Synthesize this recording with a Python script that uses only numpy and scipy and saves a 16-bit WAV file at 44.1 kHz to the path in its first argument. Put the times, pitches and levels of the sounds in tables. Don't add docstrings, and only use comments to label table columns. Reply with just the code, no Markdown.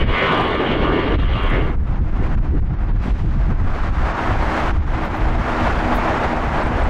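import sys
import numpy as np
from scipy import signal
from scipy.io import wavfile
from scipy.ndimage import uniform_filter1d, minimum_filter1d

SR = 44100
rng = np.random.default_rng(int(sys.argv[2]) if len(sys.argv) > 2 else 0)


def convert_level_to_amplitude(level_db):
    exponent = np.asarray(level_db, float) / 20
    return 10 ** exponent


def inscribe(sig):
    pcm = np.round(np.clip(np.atleast_2d(sig).T, -1, 1) * 32767)
    wavfile.write(sys.argv[1], SR, pcm.astype(np.int16))


N = 303849

# (t/s, roar level/dB, exhaust rumble over roar/dB)
FIRST_PASS = [
    (0.0, -22.5, 2),
    (0.13, -22, -3.5),
    (0.27, -19.5, -1.5),
    (0.6, -23.5, 5),
    (1.06, -24.5, 5.5),
    (1.4, -27, -3),
    (1.556, -25.5, 2.5),
    (1.71, -37, 10),
    (1.77, -59, 9),
]


def evened(x):
    return x / np.sqrt(np.mean(x ** 2) + 1e-20)


def read(points, hz):
    f, value = np.transpose(points)
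    return np.interp(np.log(hz + 1), np.log(f + 1), value)


def follow(rows, t):
    s, *columns = np.transpose(rows)
    return [np.interp(t, s, c) for c in columns] + [(t >= s[0]) & (t <= s[-1])]


def bump(x, width):
    return np.exp(-(x / width) ** 2)


def log_bump(hz, mid_hz, width):
    return bump(np.log((hz + 1) / mid_hz), width)


def shelf(hz, lo_hz, hi_hz):
    return np.clip(np.log((hz + 1) / lo_hz) / np.log(hi_hz / lo_hz), 0, 1)


def drift(shape, spans):
    x = rng.standard_normal(shape)
    for axis, size in enumerate(spans):
        for _ in range(2):
            x = uniform_filter1d(x, size=size, axis=axis)
    return evened(x)


def noise(colour_db, ref_hz, patchy_db, flicker_db, size=1024):
    hop = size // 4
    t = np.arange(N // hop + 5)[:, None] * hop / SR
    hz = np.fft.rfftfreq(size, 1 / SR)
    gain = convert_level_to_amplitude(colour_db(t, hz) + 0 * t)
    band = (hz > ref_hz[0]) & (hz < ref_hz[1])
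    gain = gain / np.sqrt((gain[:, band] ** 2).sum(axis=1, keepdims=True))
    patches_db = patchy_db * drift(gain.shape, (5, 8))
    gain = gain * convert_level_to_amplitude(patches_db + flicker_db * drift(t.shape, (3,)))
    z = rng.standard_normal(gain.shape) + 1j * rng.standard_normal(gain.shape)
    sound = signal.istft((z * gain).T, nperseg=size, noverlap=size - hop)[1][:N]
    return sound * np.sqrt(3 / 2)


def ducking_db(t):
    # (strongest push t/s, ducking/dB, length/s)
    gusts = [(0.056, 11, .08), (1.172, 11, 0.054), (1.247, 5, 0.17), (1.768, 14, 0.068),
             (1.823, 9.5, 0.075), (2.02, 8, 0.21), (2.138, 4.5, 0.15), (2.286, 9, .06), (2.362, 20, 0.034),
             (2.403, 16, 0.067), (2.505, 8, 0.13), (2.613, 8, 0.075), (2.655, 6.5, 0.15),
             (2.761, 8.5, 0.076), (2.86, 5, .06), (2.931, 9.5, 0.089), (2.99, 10, 0.074),
             (3.133, 11.5, 0.1), (3.235, 4, .12), (3.33, 2, 0.22), (3.548, 9.5, 0.088), (3.625, 6.5, 0.071),
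             (3.92, 10, 0.11), (4.375, 3.5, 0.26), (4.725, 15, 0.055), (4.802, 15, 0.22), (5.088, 4, 0.1),
             (5.375, 4.5, 0.065), (5.745, 3, 0.11), (6.42, 3, .2)]
    rise = 0.31
    return sum(db * np.interp(t, [s - rise * length, s, s + (1 - rise) * length], [0, 1, 0])
               for s, db, length in gusts)


def wind_db(t):
    # (t/s, level/dB)
    strength = [(0.0, -17), (0.06, -10), (0.23, -31), (1.13, -23.5), (1.15, -8.5), (1.61, -23), (1.63, -18),
                (4.09, -15), (4.24, -31.5), (4.32, -17.5), (4.57, -29), (4.8, -13.5), (4.83, -21.5),
                (5.45, -23.5), (5.58, -25), (5.72, -24), (5.91, -26), (6.89, -20.5)]
    # (t/s, depth/dB)
    lulls = [(.33, 11), (.5, 6.5), (.87, 9), (1.87, 8), (2.44, 14), (2.79, 14.5), (2.87, 6), (3.02, 10),
             (3.18, 8), (3.57, 13), (3.95, 9), (5.68, 5), (6.0, 7), (6.5, 9)]
    lull_db = sum(db * bump(t - s, 0.029) for s, db in lulls)
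    return follow(strength, t)[0] + 0.41 * ducking_db(t) - lull_db


def lobes_db(s, hz):
    # (f/Hz, width/log units, level/dB)
    lobes = [(1150, 0.26, -8.5), (2030, 0.55, -2)]
    # (t/s, length/s, band f/Hz, lift/dB)
    sweeps = [(0.068, .05, 2100, 4), (0.201, .07, 2200, 7), (.16, 0.065, 1250, 4.5),
              (0.303, 0.065, 1200, 8.5), (0.417, .08, 800, 4.5), (0.552, 0.055, 2100, 2),
              (0.702, 0.047, 3000, 3), (0.858, 0.088, 1150, 6), (1.03, 0.092, 850, 3.5),
              (1.023, 0.05, 2000, 3), (1.206, 0.033, 1200, -1), (1.404, 0.064, 2950, 5.5),
              (1.43, 0.089, 1150, 7), (1.55, 0.066, 2000, 8.5), (1.707, .06, 1900, 6)]
    rest_db = sum(db * log_bump(hz, mid_hz, width) for mid_hz, width, db in lobes)
    sweep_db = sum(db * bump(s - at, length) * log_bump(hz, mid_hz, 0.29)
                   for at, length, mid_hz, db in sweeps)
    return rest_db + sweep_db


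def insect(t):
    # (t/s, peak/dB, f/Hz)
    chips = [
        (6.565, -44, 7910),
        (6.6328, -39, 7990),
        (6.6674, -42, 8450),
        (6.7244, -52, 7540),
        (6.7685, -45, 8610),
        (6.8004, -45, 8800),
        (6.8349, -36, 7860),
    ]
    out = np.zeros(N)
    for s, db, hz in chips:
        tones = np.sin(2 * np.pi * hz * t) + .5 * np.sin(2 * np.pi * 1.08 * hz * t)
        out += convert_level_to_amplitude(db - 11) * bump(t - s - .004, .004) * tones
    return out


def housing_ticks():
    # (t/s, peak/dB)
    ticks = [(0.3134, -45), (0.3217, -39), (0.3284, -33), (0.3344, -46), (0.3454, -49), (0.3496, -41),
             (0.3777, -33), (0.387, -42), (0.392, -43), (0.396, -48), (0.4114, -33), (0.4199, -35),
             (0.439, -37), (0.4474, -54), (0.4559, -42), (0.4693, -49), (0.4833, -35.5), (1.2082, -59),
             (1.2518, -42), (1.4027, -59), (1.436, -34), (1.4474, -51), (1.4654, -45), (1.4717, -55),
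             (1.4774, -48), (1.493, -37), (1.4984, -46), (1.5026, -33), (1.5064, -44)]
    clicks = np.zeros(N)
    for s, db in ticks:
        clicks[round(s * SR)] = convert_level_to_amplitude(db + 8)
    return signal.lfilter(*signal.butter(2, [5500 / SR * 2, 11000 / SR * 2], "band"), clicks)


def lens_motor(t):
    # (start t/s, length/s, level/dB, step rate f/Hz)
    runs = [
        (5.05, .013, -73, 1000),
        (5.161, .022, -77, 1000),
        (5.944, .0116, -66, 1021),
        (5.9556, .008, -61, 1307),
        (5.9636, .011, -64, 1021),
        (5.9746, .007, -70, 1307),
    ]
    edge_s = .001
    out = np.zeros(N)
    for s, length, db, hz in runs:
        on = np.clip(np.minimum(t - s, s + length - t) / edge_s + .5, 0, 1)
        buzz = sum(np.cos(2 * np.pi * k * hz * (t - s)) * shelf(k * hz, 5000, 12000) for k in range(5, 16))
        out += on * convert_level_to_amplitude(db + 9.5) * buzz
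    return out


def circuit_whine(t):
    # (f/Hz, level/dB)
    tones = [(7000, -88), (8000, -83), (10000, -82), (11000, -88), (12000, -88), (13000, -95), (15000, -98)]
    return (t < FIRST_PASS[-1][0]) * sum(convert_level_to_amplitude(db) * np.sin(2 * np.pi * hz * t) for hz, db in tones)


def wind(t):
    # (f/Hz, level/dB per Hz)
    buffet = [(4.7, -28), (8.0, -2), (32, 2.5), (75, -6), (139, -15), (165, -18), (246, -25.5),
              (330, -29.5), (421, -38.5), (500, -40), (650, -78.5), (1100, -120)]
    # (t/s, sharpness/dB)
    rasps = [(.6, 6), (1.37, 11), (1.54, 11), (2.2, 11.5), (2.29, 6), (2.35, 5.5), (2.47, 7), (2.56, 13.5),
             (2.73, 2), (2.9, 4.5), (3.07, 9), (3.23, 8.5), (3.52, 8), (3.75, 5.5), (3.93, -8), (4.15, 1),
             (4.97, 12), (5.3, 1), (6.3, 0)]

    def colour_db(s, hz):
        rasp_db = sum(db * bump(s - at, 0.028) for at, db in rasps)
        sharp_db = 1 - 1.5 - 0.45 * (wind_db(s) + 18.5) + rasp_db
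        return read(buffet, hz) - 40 * shelf(hz, 500, 2500) + sharp_db * shelf(hz, 54, 130)

    return convert_level_to_amplitude(wind_db(t) + 3.5) * noise(colour_db, (10, 110), patchy_db=2.0, flicker_db=3.0, size=2048)


def second_jet(t):
    # (t/s, roar level/dB, treble over roar/dB)
    approach = [(1.05, -72, -25), (1.18, -40, -21.5), (1.5, -33.5, -31), (1.9, -37.5, -29),
                (2.25, -29, -29), (2.6, -37.5, -29.5), (2.9, -34.5, -29.5), (3.07, -31.5, -23),
                (3.3, -38.5, -23), (3.52, -31.5, -28), (3.86, -28, -25.5), (4.23, -21.5, -29),
                (4.6, -21.5, -27), (5.0, -26.5, -29), (5.4, -25, -29), (5.62, -20.5, -28),
                (6.27, -21, -30.5), (6.89, -24, -31)]
    # (f/Hz, level/dB per Hz)
    roar_spectrum = [(59, -36), (100, -14), (123, -11.5), (159, -17.5), (233, -5.5), (270, -13.5),
                     (313, -8), (447, -11.5), (758, -5.5), (2000, -15), (6660, -38.5), (9740, -50),
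                     (15500, -60.5)]
    # (f/Hz, level over roar/dB, width/Hz)
    low_tones = [(242, -10, 2.87), (313.7, -8.5, 2.71), (674, -16, 9.86)]
    # (t/s, f/Hz, lift/dB)
    ground_echo = [(3.2, 1400, 1), (3.7, 1270, 5), (4.3, 1300, 1.5), (5.3, 1490, 1), (6.89, 1300, -1.5)]

    def colour_db(s, hz):
        level_db, treble_db, _ = follow(approach, s)
        rumble_db = -3 + .6 * np.maximum(-25 - level_db + .4 * ducking_db(s), 0)
        treble_db = treble_db + 0.18 * ducking_db(s)
        echo_hz, echo_db, _ = follow(ground_echo, s)
        return (read(roar_spectrum, hz) + echo_db * log_bump(hz, echo_hz, 0.31)
                + (treble_db + 24.0) * shelf(hz, 1400, 4200)
                + (rumble_db + 4.5) * (1 - shelf(hz, 230, 650)))

    level_db, *_, on = follow(approach, t)
    roar = noise(colour_db, (500, 2500), patchy_db=-0.5, flicker_db=1.18)
    hum = np.zeros(N)
    for hz, db, width in low_tones:
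        loudness = convert_level_to_amplitude(db + 2.9 * drift(N, (5000,)))
        wavering_hz = hz + width * drift(N, (3000,)) / 2
        hum += loudness * np.sin(2 * np.pi * np.cumsum(wavering_hz) / SR)
    return on * convert_level_to_amplitude(level_db) * (roar + hum)


def fan_buzz(t, on):
    # (t/s, turns f/Hz)
    shaft = [(0, 93.3), (.5, 91.8), (1.1, 90.2), (1.27, 89.6), (1.33, 90.6), (1.77, 88.6)]
    # (multiple, level/dB)
    blades = [(10, -5.5), (11, 0.5), (12, 4.5), (13, 6), (14, 0), (15, -6.5), (16, -3), (17, -9.5),
              (18, -20), (19, -11), (20, -11), (21, -17.5), (22, -10.5), (23, -11), (24, -8), (25, -10.5),
              (26, -16.5), (27, -19), (28, -34), (29, -20), (30, -23.5), (31, -10.5), (32, -21), (33, -22),
              (34, -25.5), (35, -18), (36, -13.5), (37, -21.5), (38, -25.5), (39, -23.5)]
    turns = np.cumsum(follow(shaft, t)[0])[on] / SR
    high_orders = [(k, -32 - .5 * (k - 40)) for k in range(40, 52)]
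    orders, blades_db = np.transpose(list(blades) + high_orders)
    steps = np.linspace(0, FIRST_PASS[-1][0], num=90)
    shape = (len(orders), 90)
    fading_db = 2.1 * drift(shape, (3, 3)) + 2.6 * drift(shape, (1, 3))
    orders_db = blades_db[:, None] + fading_db + 1.4 * lobes_db(steps, orders[:, None] * shaft[1][1])
    tones = np.zeros(len(turns))
    for k, db, phase in zip(orders, orders_db, rng.random(len(orders))):
        tones += convert_level_to_amplitude(np.interp(t[on], steps, db)) * np.sin(2 * np.pi * (np.round(k) * turns + phase))
    comb = np.zeros(N)
    comb[on] = evened(tones)
    return comb


def first_jet(t):
    # (f/Hz, level/dB per Hz)
    roar_spectrum = [(59, -22), (100, -11), (378, -4.5), (682, -10), (808, -11.5), (1160, -8),
                     (1370, -11.5), (1800, -13.5), (2580, -19.5), (2930, -13.5), (5510, -48.5),
                     (12300, -69.5), (15500, -99)]
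    # (t/s, f/Hz)
    sinking_echo = [(0, 495), (.4, 420), (.7, 290), (1.1, 350), (1.77, 240)]

    def colour_db(s, hz):
        rumble_db = (follow(FIRST_PASS, s)[1] + 1.6) * (1 - shelf(hz, 380, 1200))
        echo_db = 2.34 * log_bump(hz, follow(sinking_echo, s)[0], 0.13)
        return read(roar_spectrum, hz) + rumble_db + echo_db + .6 * lobes_db(s, hz)

    level_db, *_, on = follow(FIRST_PASS, t)
    roar = noise(colour_db, (700, 3500), patchy_db=2.08, flicker_db=1.0)
    return on * convert_level_to_amplitude(level_db) * (convert_level_to_amplitude(-3.5) * roar + convert_level_to_amplitude(-2.5) * fan_buzz(t, on))


def scene():
    t = np.arange(N) / SR
    jets = (first_jet(t) + second_jet(t)) * convert_level_to_amplitude(-ducking_db(t))
    housing = housing_ticks() + lens_motor(t) + circuit_whine(t)
    return (jets + wind(t) + housing + insect(t))[None]


def limiter(dry):
    # (t/s, length/s)
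    stops = [
        (1.177, .002),
        (2.36, .0015),
        (2.607, .004),
        (2.691, .0012),
        (2.978, .0018),
        (3.133, .0018),
        (3.228, .001),
    ]
    t = np.arange(N) / SR
    low = signal.filtfilt(*signal.butter(2, 200 / SR * 2), dry)
    hold = minimum_filter1d(np.minimum(0.3 / (abs(low) + 1e-9), 1), size=500)
    hold = uniform_filter1d(hold, size=400)
    give = 1 - sum(np.exp(-((t - s) / length) ** 4) for s, length in stops)
    mixed = low * hold + (dry - low) * give * hold ** .15
    mixed = mixed / (1 + (mixed / .45) ** 4) ** (1 / 4)
    fade_in = np.minimum(t / .001 + .2, 1)
    return signal.filtfilt(*signal.butter(1, 5 / SR * 2, "high"), mixed) * fade_in


def drop_faint_patches(mixed):
    z = signal.stft(np.pad(mixed, ((0, 0), (2048, 2048)), "reflect"), SR, nperseg=2048)[2]
    bands = z[0, :1024].reshape(32, 32, -1)
    over_db = 10 * np.log10((abs(bands) ** 2).mean(axis=1) + 1e-20) + 106
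    over_db = over_db + 6.5 * drift(over_db.shape[1], (2,)) - 2.5 + 2.5 * drift(over_db.shape, (1, 1))
    kept = bands / (1 + convert_level_to_amplitude(-6 * np.clip(over_db, -20, 20)))[:, None]
    kept = np.vstack([kept.reshape(1024, -1), 0 * z[0, 1024:]])
    return signal.istft(kept, SR, nperseg=2048)[1][None, 2048:2048 + N]


def roll_off(x):
    return signal.sosfilt(signal.butter(12, 15790, fs=SR, output="sos"), x)


def record(dry):
    mix = drop_faint_patches(limiter(dry))
    return roll_off(mix)


dry = scene()
out = record(dry)
inscribe(out)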